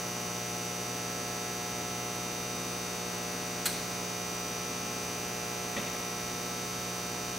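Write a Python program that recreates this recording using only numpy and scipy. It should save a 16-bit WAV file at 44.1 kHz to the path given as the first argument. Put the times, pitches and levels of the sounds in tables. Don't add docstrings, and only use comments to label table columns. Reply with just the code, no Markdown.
import sys
import numpy as np
from scipy import signal
from scipy.fft import rfft, irfft
from scipy.io import wavfile
from scipy.ndimage import map_coordinates

SR = 44100
rng = np.random.default_rng(int(sys.argv[2]) if len(sys.argv) > 2 else 0)


def file_out(sig):
    cols = np.atleast_2d(sig).T
    lim = np.clip(cols, -1, 1)
    pcm = np.round(lim * 32767).astype(np.int16)
    wavfile.write(sys.argv[1], SR, pcm)


def rack_gain(trim_db):
    fader = np.asarray(trim_db, float)
    return 10 ** (fader / 20)


N = 325458

# t/s, level/dB
RUMBLE_LEVEL = [(0, -70), (3, -72), (4.5, -67), (5.7, -57), (6.7, -59), (7.4, -57)]
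# f/Hz, level/dB per Hz
RUMBLE_COLOUR = [(15, -30), (30, -8), (50, 2), (90, -23)]
# f/Hz, level/dB per Hz
AIR_MID = [(20, -99), (30, -81), (45, -84), (80, -79.5), (140, -77.5), (250, -76), (450, -77.5), (800, -79),
           (1300, -79.5), (2000, -86), (3200, -85.5), (4800, -89.5), (7500, -88.5), (15500, -90)]
# f/Hz, level/dB per Hz
AIR_SIDE = [(30, -111), (80, -100), (140, -91.5), (250, -84.5), (800, -81.5), (1300, -84), (2000, -88.5),
            (3200, -87.5), (4800, -94), (6000, -86), (7500, -108), (10000, -101.5), (15500, -103)]
RATTLE_HZ, RATTLE_WIDTH_HZ, RATTLE_DB = 5740, 900, -79
# f/Hz, level/dB, wobble/dB, left minus right/dB
TONES = [(145.3, -67, 2, 0), (211, -64, 3, 0), (345, -66, 2, 0), (292.5, -61, 2, 0), (323, -63.5, 2, 0),
         (370.1, -63, 2, 0), (542.4, -67, 2, 0), (554.5, -64, 2, 0), (1008, -65, 2.5, -1),
         (1849, -70, 2.5, 0), (2802, -67, 2, 0), (4094, -69, 2, 0), (5967, -70, 2.5, 0),
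         (15734, -67.5, .3, 0)]
# t/s, f/Hz, level/dB
MOTOR_LOAD = [(0.0, 256.4, -67), (0.9, 254.6, -52.5), (2.18, 254.6, -54.5), (2.65, 253.8, -50.5),
              (3.04, 252, -60), (3.37, 256.7, -51), (4.21, 252, -59), (4.36, 258, -51), (4.4, 254.5, -59),
              (4.71, 256, -49.5), (5.51, 254, -59), (6.58, 256, -51.5), (6.88, 254.7, -61),
              (7.38, 251, -52)]
# share of a mains cycle, peak level/dB
SPARKS = [(.337, -56), (.398, -55), (.837, -49), (.898, -44)]
# f/Hz, time to fall 60 dB/s
SHOP_T60 = [(200, 1), (1000, 1), (4000, 1), (10000, 0.57), (15000, .55)]
# t/s, level/dB
THUD_HITS = [
    (5.752, -16),
    (5.763, 1),
    (5.767, 3),
    (5.775, 0),
    (5.783, -4),
    (5.80, -6),
    (5.83, -6),
    (5.87, -4),
    (5.943, 0),
    (6.0, -10),
]
# f/Hz, width/Hz, level/dB
THUD_BODY = [(205, 45, 14.5), (275, 41, -8), (350, 68, 7.5), (546, 205, 7), (958, 340, 3), (1450, 500, 6),
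             (2100, 590, 5.5), (2920, 1100, 4), (3760, 730, 2)]
# t/s, level/dB
CABINET_HITS = [(3.674, -2), (3.69, 0), (3.71, -4), (3.73, -6)]
# f/Hz, width/Hz, level/dB
CABINET_BODY = [(300, 50, 7), (430, 60, 8), (627, 28, 9), (700, 40, -5), (810, 40, 9), (1640, 50, 8)]
# t/s, level/dB
RELAY_HITS = [
    (3.6557, 0),
    (3.658, 1),
    (3.660, 2),
    (3.6625, 2),
    (3.666, 0),
    (3.669, -2),
    (3.6745, -5),
    (3.679, -9),
]
# f/Hz, width/Hz, level/dB
RELAY_BODY = [(1580, 440, 2), (2280, 1150, -0.5), (3240, 1050, 2), (4220, 1100, 0.5), (6300, 1100, -4),
              (8300, 1100, -0.5), (10500, 730, -2), (12700, 1400, -6.5), (13900, 430, 0.5),
              (14600, 570, -4)]
# t/s, f/Hz
MAINS = [(0, 60.0), (2, 60.0), (2.5, 60.004), (4.5, 60.006), (7.4, 60.005)]
MAINS_HZ = MAINS[0][1]
# multiple of mains, level/dB
CORE = [(1, -63.6), (2, -49.6), (3, -47.2), (4, -56.0), (5, -62.1), (6, -52.9), (7, -50.3), (8, -50.1),
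        (9, -61.1), (10, -52.2), (11, -69.4), (12, -49.4), (13, -71.3), (14, -53.3), (15, -75.4),
        (16, -61.1)]
CORE_LEFT_DB_PER_KHZ = 1.5
TWICE_BELOW_HZ, EVEN_DB, ODD_DROP_DB = 3300, -65.4, 11.2
# f/Hz, width/Hz, level on top/dB,
# left minus right/dB
STEEL_MODES = [(1052, 28, -47.9, 4), (1199, 16, -60.1, 4), (1302, 15, -42.3, -11), (1615, 76, -56.0, 1),
               (1969, 15, -42.7, -4), (2196, 97, -55.8, 5), (2399, 41, -54.1, -7), (2687, 202, -57.6, 1),
               (2920, 16, -50.0, 5), (3062, 15, -52.8, 2), (3738, 15, -46.6, -3), (4230, 83, -61.3, 2),
               (4567, 15, -54.8, -4), (4678, 15, -58.7, -2),
               (4800, 15, -54.7, 0), (5339, 62, -63.1, 0), (5620, 15, -45.2, -2), (5897, 69, -50.4, 1),
               (6051, 91, -52.9, 1), (6212, 15, -41.4, -2), (6360, 15, -57.7, 5), (6465, 15, -53.3, 10),
               (6813, 15, -55.2, 3), (6992, 15, -53.0, -3), (7788, 146, -65.7, 3), (8187, 15, -55.9, 2),
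               (8416, 26, -54.3, -2)]
# f/Hz, level/dB
BUZZ_WEAK = [(900, -68.5), (3000, -84), (5000, -72), (7000, -74), (7500, -78), (8200, -78), (9300, -75),
             (10500, -83), (12000, -81.5), (13000, -88)]
# heard from f/Hz up, share of a cycle, strength (minus = inward)
BLOWS = [(120, 0.0046, -1.0), (120, 0.2444, -0.3), (120, 0.4046, 0.6), (120, 0.5563, 0.7),
         (1500, 0.0761, 0.4), (1500, 0.1715, 0.8), (1500, 0.656, 0.9), (3600, 0.1669, -0.5),
         (3600, 0.6573, -0.4), (3600, 0.8984, -0.6), (5400, 0.0266, 0.7), (5400, 0.6113, -0.5),
         (5400, 0.7563, -0.4)]
# f/Hz, phase/rad
SMEAR = [(1400, .2), (1600, .9), (5300, .6), (5500, .3), (6700, .3), (6900, 3)]
# f/Hz, phase/rad
PORT_SCATTER = [(300, 0.09), (1000, 0.16), (3000, 0.51), (7000, 1)]
# f/Hz, fall/dB
SETTLING = [(1500, 0.5), (2400, 1), (3500, -0.5), (6000, 0), (8000, 2), (12000, -1)]
SIDE = np.array([[1], [-1]])


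def in_hz(points, hz):
    points = np.array(points)
    return np.interp(np.log(np.maximum(hz, 1)), np.log(points[:, 0]), points[:, 1])


def drift(rate, count):
    knots = rng.standard_normal((count, 200))
    place = np.arange(N) / SR * rate
    return np.array([np.interp(place, np.arange(200), k) for k in knots]) * 1.22


def coloured(spectrum):
    hz = np.arange(N // 2 + 1) * SR / N
    white = rfft(rng.standard_normal(N))
    return irfft(white * rack_gain(in_hz(spectrum, hz)) * np.sqrt(SR / 2), N)


def resonate(x, hz, width_hz):
    r = np.exp(-np.pi * width_hz / SR)
    poles = [1, -2 * r * np.cos(2 * np.pi * hz / SR), r * r]
    return signal.lfilter([(1 - r * r) / 2, 0, (r * r - 1) / 2], poles, x)


def rumble():
    low = coloured(RUMBLE_COLOUR)
    return low / low.std() * rack_gain(np.interp(np.arange(N) / SR, *np.transpose(RUMBLE_LEVEL)))


def air(cycle):
    rattle = rng.standard_normal(N)
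    for _ in range(2):
        rattle = resonate(rattle, RATTLE_HZ, RATTLE_WIDTH_HZ * 2)
    rattle = rattle / rattle.std() * rack_gain(RATTLE_DB + 1.5 * np.cos(4 * np.pi * cycle))
    return coloured(AIR_MID) + rattle + coloured(AIR_SIDE) * SIDE


def tones():
    out, t = 0, np.arange(N) / SR
    levels = drift(7.0, count=len(TONES))
    slips = drift(2.3, count=len(TONES))
    for (hz, db, wobble_db, left_db), level, slip in zip(TONES, levels, slips):
        wave = np.sqrt(2) * np.sin(2 * np.pi * hz * t + wobble_db * slip)
        out = out + rack_gain(db + wobble_db * level) * wave * rack_gain(left_db / 2 * SIDE)
    return out


def motor():
    s, hz, db = np.transpose(MOTOR_LOAD)
    t = np.arange(N) / SR
    turns = np.cumsum(np.interp(t, s, hz)) / SR
    return np.sqrt(2) * rack_gain(np.interp(t, s, db)) * np.sin(2 * np.pi * turns)


def sparks(cycle, length_s):
    gate = 0
    for at, db in SPARKS:
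        away_s = ((cycle - at + 0.5) % 1 - 0.5) / MAINS_HZ
        gate = gate + rack_gain(db) * np.exp(-(away_s / length_s) ** 2)
    bright = signal.butter(2, 7500, "high", fs=SR, output="sos")
    return signal.sosfilt(bright, gate * rng.standard_normal(N))


def shop(direct_db, early_t60, tail_db, spread):
    t = np.arange(SR) / SR
    mid, side = rng.standard_normal((2, SR))
    noise = mid + spread * side * SIDE
    tail = 0
    for low in 100 * 2 ** np.arange(8):
        band = signal.butter(2, [low, min(low * 2, 20000)], "band", fs=SR, output="sos")
        fade = rack_gain(-60 * t / in_hz(SHOP_T60, low * np.sqrt(2)))
        tail = tail + signal.sosfilt(band, noise) * fade
    early = noise * rack_gain(-60 * t / early_t60)
    return rack_gain(direct_db) * (t == 0) + early + rack_gain(tail_db) * tail * (1 - np.exp(-t / 0.0011))


def knock(hits, body, level_db, scuff_s, room):
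    start = round(hits[0][0] * SR) - 200
    t = (start + np.arange(SR // 2)) / SR
    touch = sum(rack_gain(db) * (t >= s) * np.exp(-np.abs(t - s) / scuff_s) for s, db in hits)
    contact = rack_gain(level_db) * touch * rng.standard_normal(SR // 2) / np.sqrt(scuff_s * SR / 2)
    ring = 0
    for k, (hz, width_hz, db) in enumerate(body):
        ring = ring + rack_gain(db) * resonate(contact, hz, width_hz) * (-1) ** k
    out = np.zeros((2, N + 2 * SR))
    out[:, start:start + SR] = signal.fftconvolve(ring[None], room)[:, :SR]
    return out[:, :N]


def thud():
    room = shop(direct_db=23.5, early_t60=0.065, tail_db=-4.5, spread=0.22)
    return knock(THUD_HITS, THUD_BODY, -35, 0.0068, room)


def cabinet():
    room = shop(direct_db=28, early_t60=0.05, tail_db=-10, spread=0.27)
    return knock(CABINET_HITS, CABINET_BODY, -35, 0.004, room)


def relay():
    room = shop(direct_db=28, early_t60=0.03, tail_db=-3, spread=0.37)
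    return knock(RELAY_HITS, RELAY_BODY, -30, 0.0017, room)


def ports(left_db):
    return rack_gain(left_db * SIDE) / np.cosh(left_db * np.log(10) / 20)


def overtones(order, weak_db, pan_db):
    hz = order * MAINS_HZ
    twice, even = hz < TWICE_BELOW_HZ, order % 2 == 0
    power = np.where(twice & even, rack_gain(2 * EVEN_DB), rack_gain(2 * weak_db) * ports(pan_db))
    for centre_hz, width_hz, db, left_db in STEEL_MODES:
        near = 1 / (1 + (2 * (hz - centre_hz) / width_hz) ** 2)
        power = power + near * rack_gain(2 * (db - ODD_DROP_DB * (twice & ~even))) * ports(left_db)
    core_left_db = CORE_LEFT_DB_PER_KHZ * hz[:len(CORE)] / 1000
    power[:, :len(CORE)] = rack_gain(2 * np.array(CORE)[:, 1]) * ports(core_left_db)
    return power


def buzz(cycle, scatter_db, pan_scatter_db, wander_db):
    order = np.arange(1, 217)
    hz, draw = order * MAINS_HZ, rng.standard_normal((4, 216))
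    weak_db = in_hz(BUZZ_WEAK, hz) + scatter_db * np.clip(draw[0], -3, 1)
    power = overtones(order, weak_db, pan_db=pan_scatter_db * np.clip(draw[1], -2, 2))
    from_hz, at, strength = np.transpose(BLOWS)
    panels = np.unique(from_hz)
    panel = panels[np.maximum(np.searchsorted(panels, hz, "right") - 1, 0)]
    turn = np.exp(-2j * np.pi * np.outer(order, at))
    knocks = (strength * turn * (panel[:, None] == from_hz)).sum(axis=1)
    phase = np.angle(knocks) + in_hz(SMEAR, hz) * draw[2]
    disagree = np.where(power.mean(axis=0) > rack_gain(-120), 0.3, 1.5)
    apart = in_hz(PORT_SCATTER, hz) * draw[3] * disagree
    lines = np.sqrt(power) * np.exp(1j * (phase + apart * SIDE / 2))
    wander = rack_gain(wander_db * rng.standard_normal((12, 216)) * np.minimum(hz / 3000 + 0.54, 1))
    wander = wander * rack_gain(np.outer(np.linspace(0.5, -0.5, 12), in_hz(SETTLING, hz)))
    place = [np.linspace(0, 11, N), cycle % 1 * 4096]
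    out = []
    for port in lines:
        cycles = irfft(np.pad(port * wander, ((0, 0), (1, 0))), 4096) * 4096 / np.sqrt(2)
        closed = np.column_stack([cycles, cycles[:, 0]])
        out.append(map_coordinates(closed, place, order=1))
    return np.array(out)


def scene():
    cycle = np.cumsum(np.interp(np.arange(N) / SR, *np.transpose(MAINS))) / SR
    background = rumble() + air(cycle) + tones() + motor() + sparks(cycle, length_s=0.00015)
    knocks = thud() + cabinet() + relay()
    return background + knocks + buzz(cycle, scatter_db=11.0, pan_scatter_db=17.0, wander_db=1.28)


def low_pass(x):
    return signal.sosfilt(signal.butter(12, 16380, fs=SR, output="sos"), x)


def record(dry):
    kept = np.arange(N // 2 + 1) * SR / N < 15765
    mix = irfft(rfft(dry) * kept, N)
    return low_pass(mix)


dry = scene()
out = record(dry)
file_out(out)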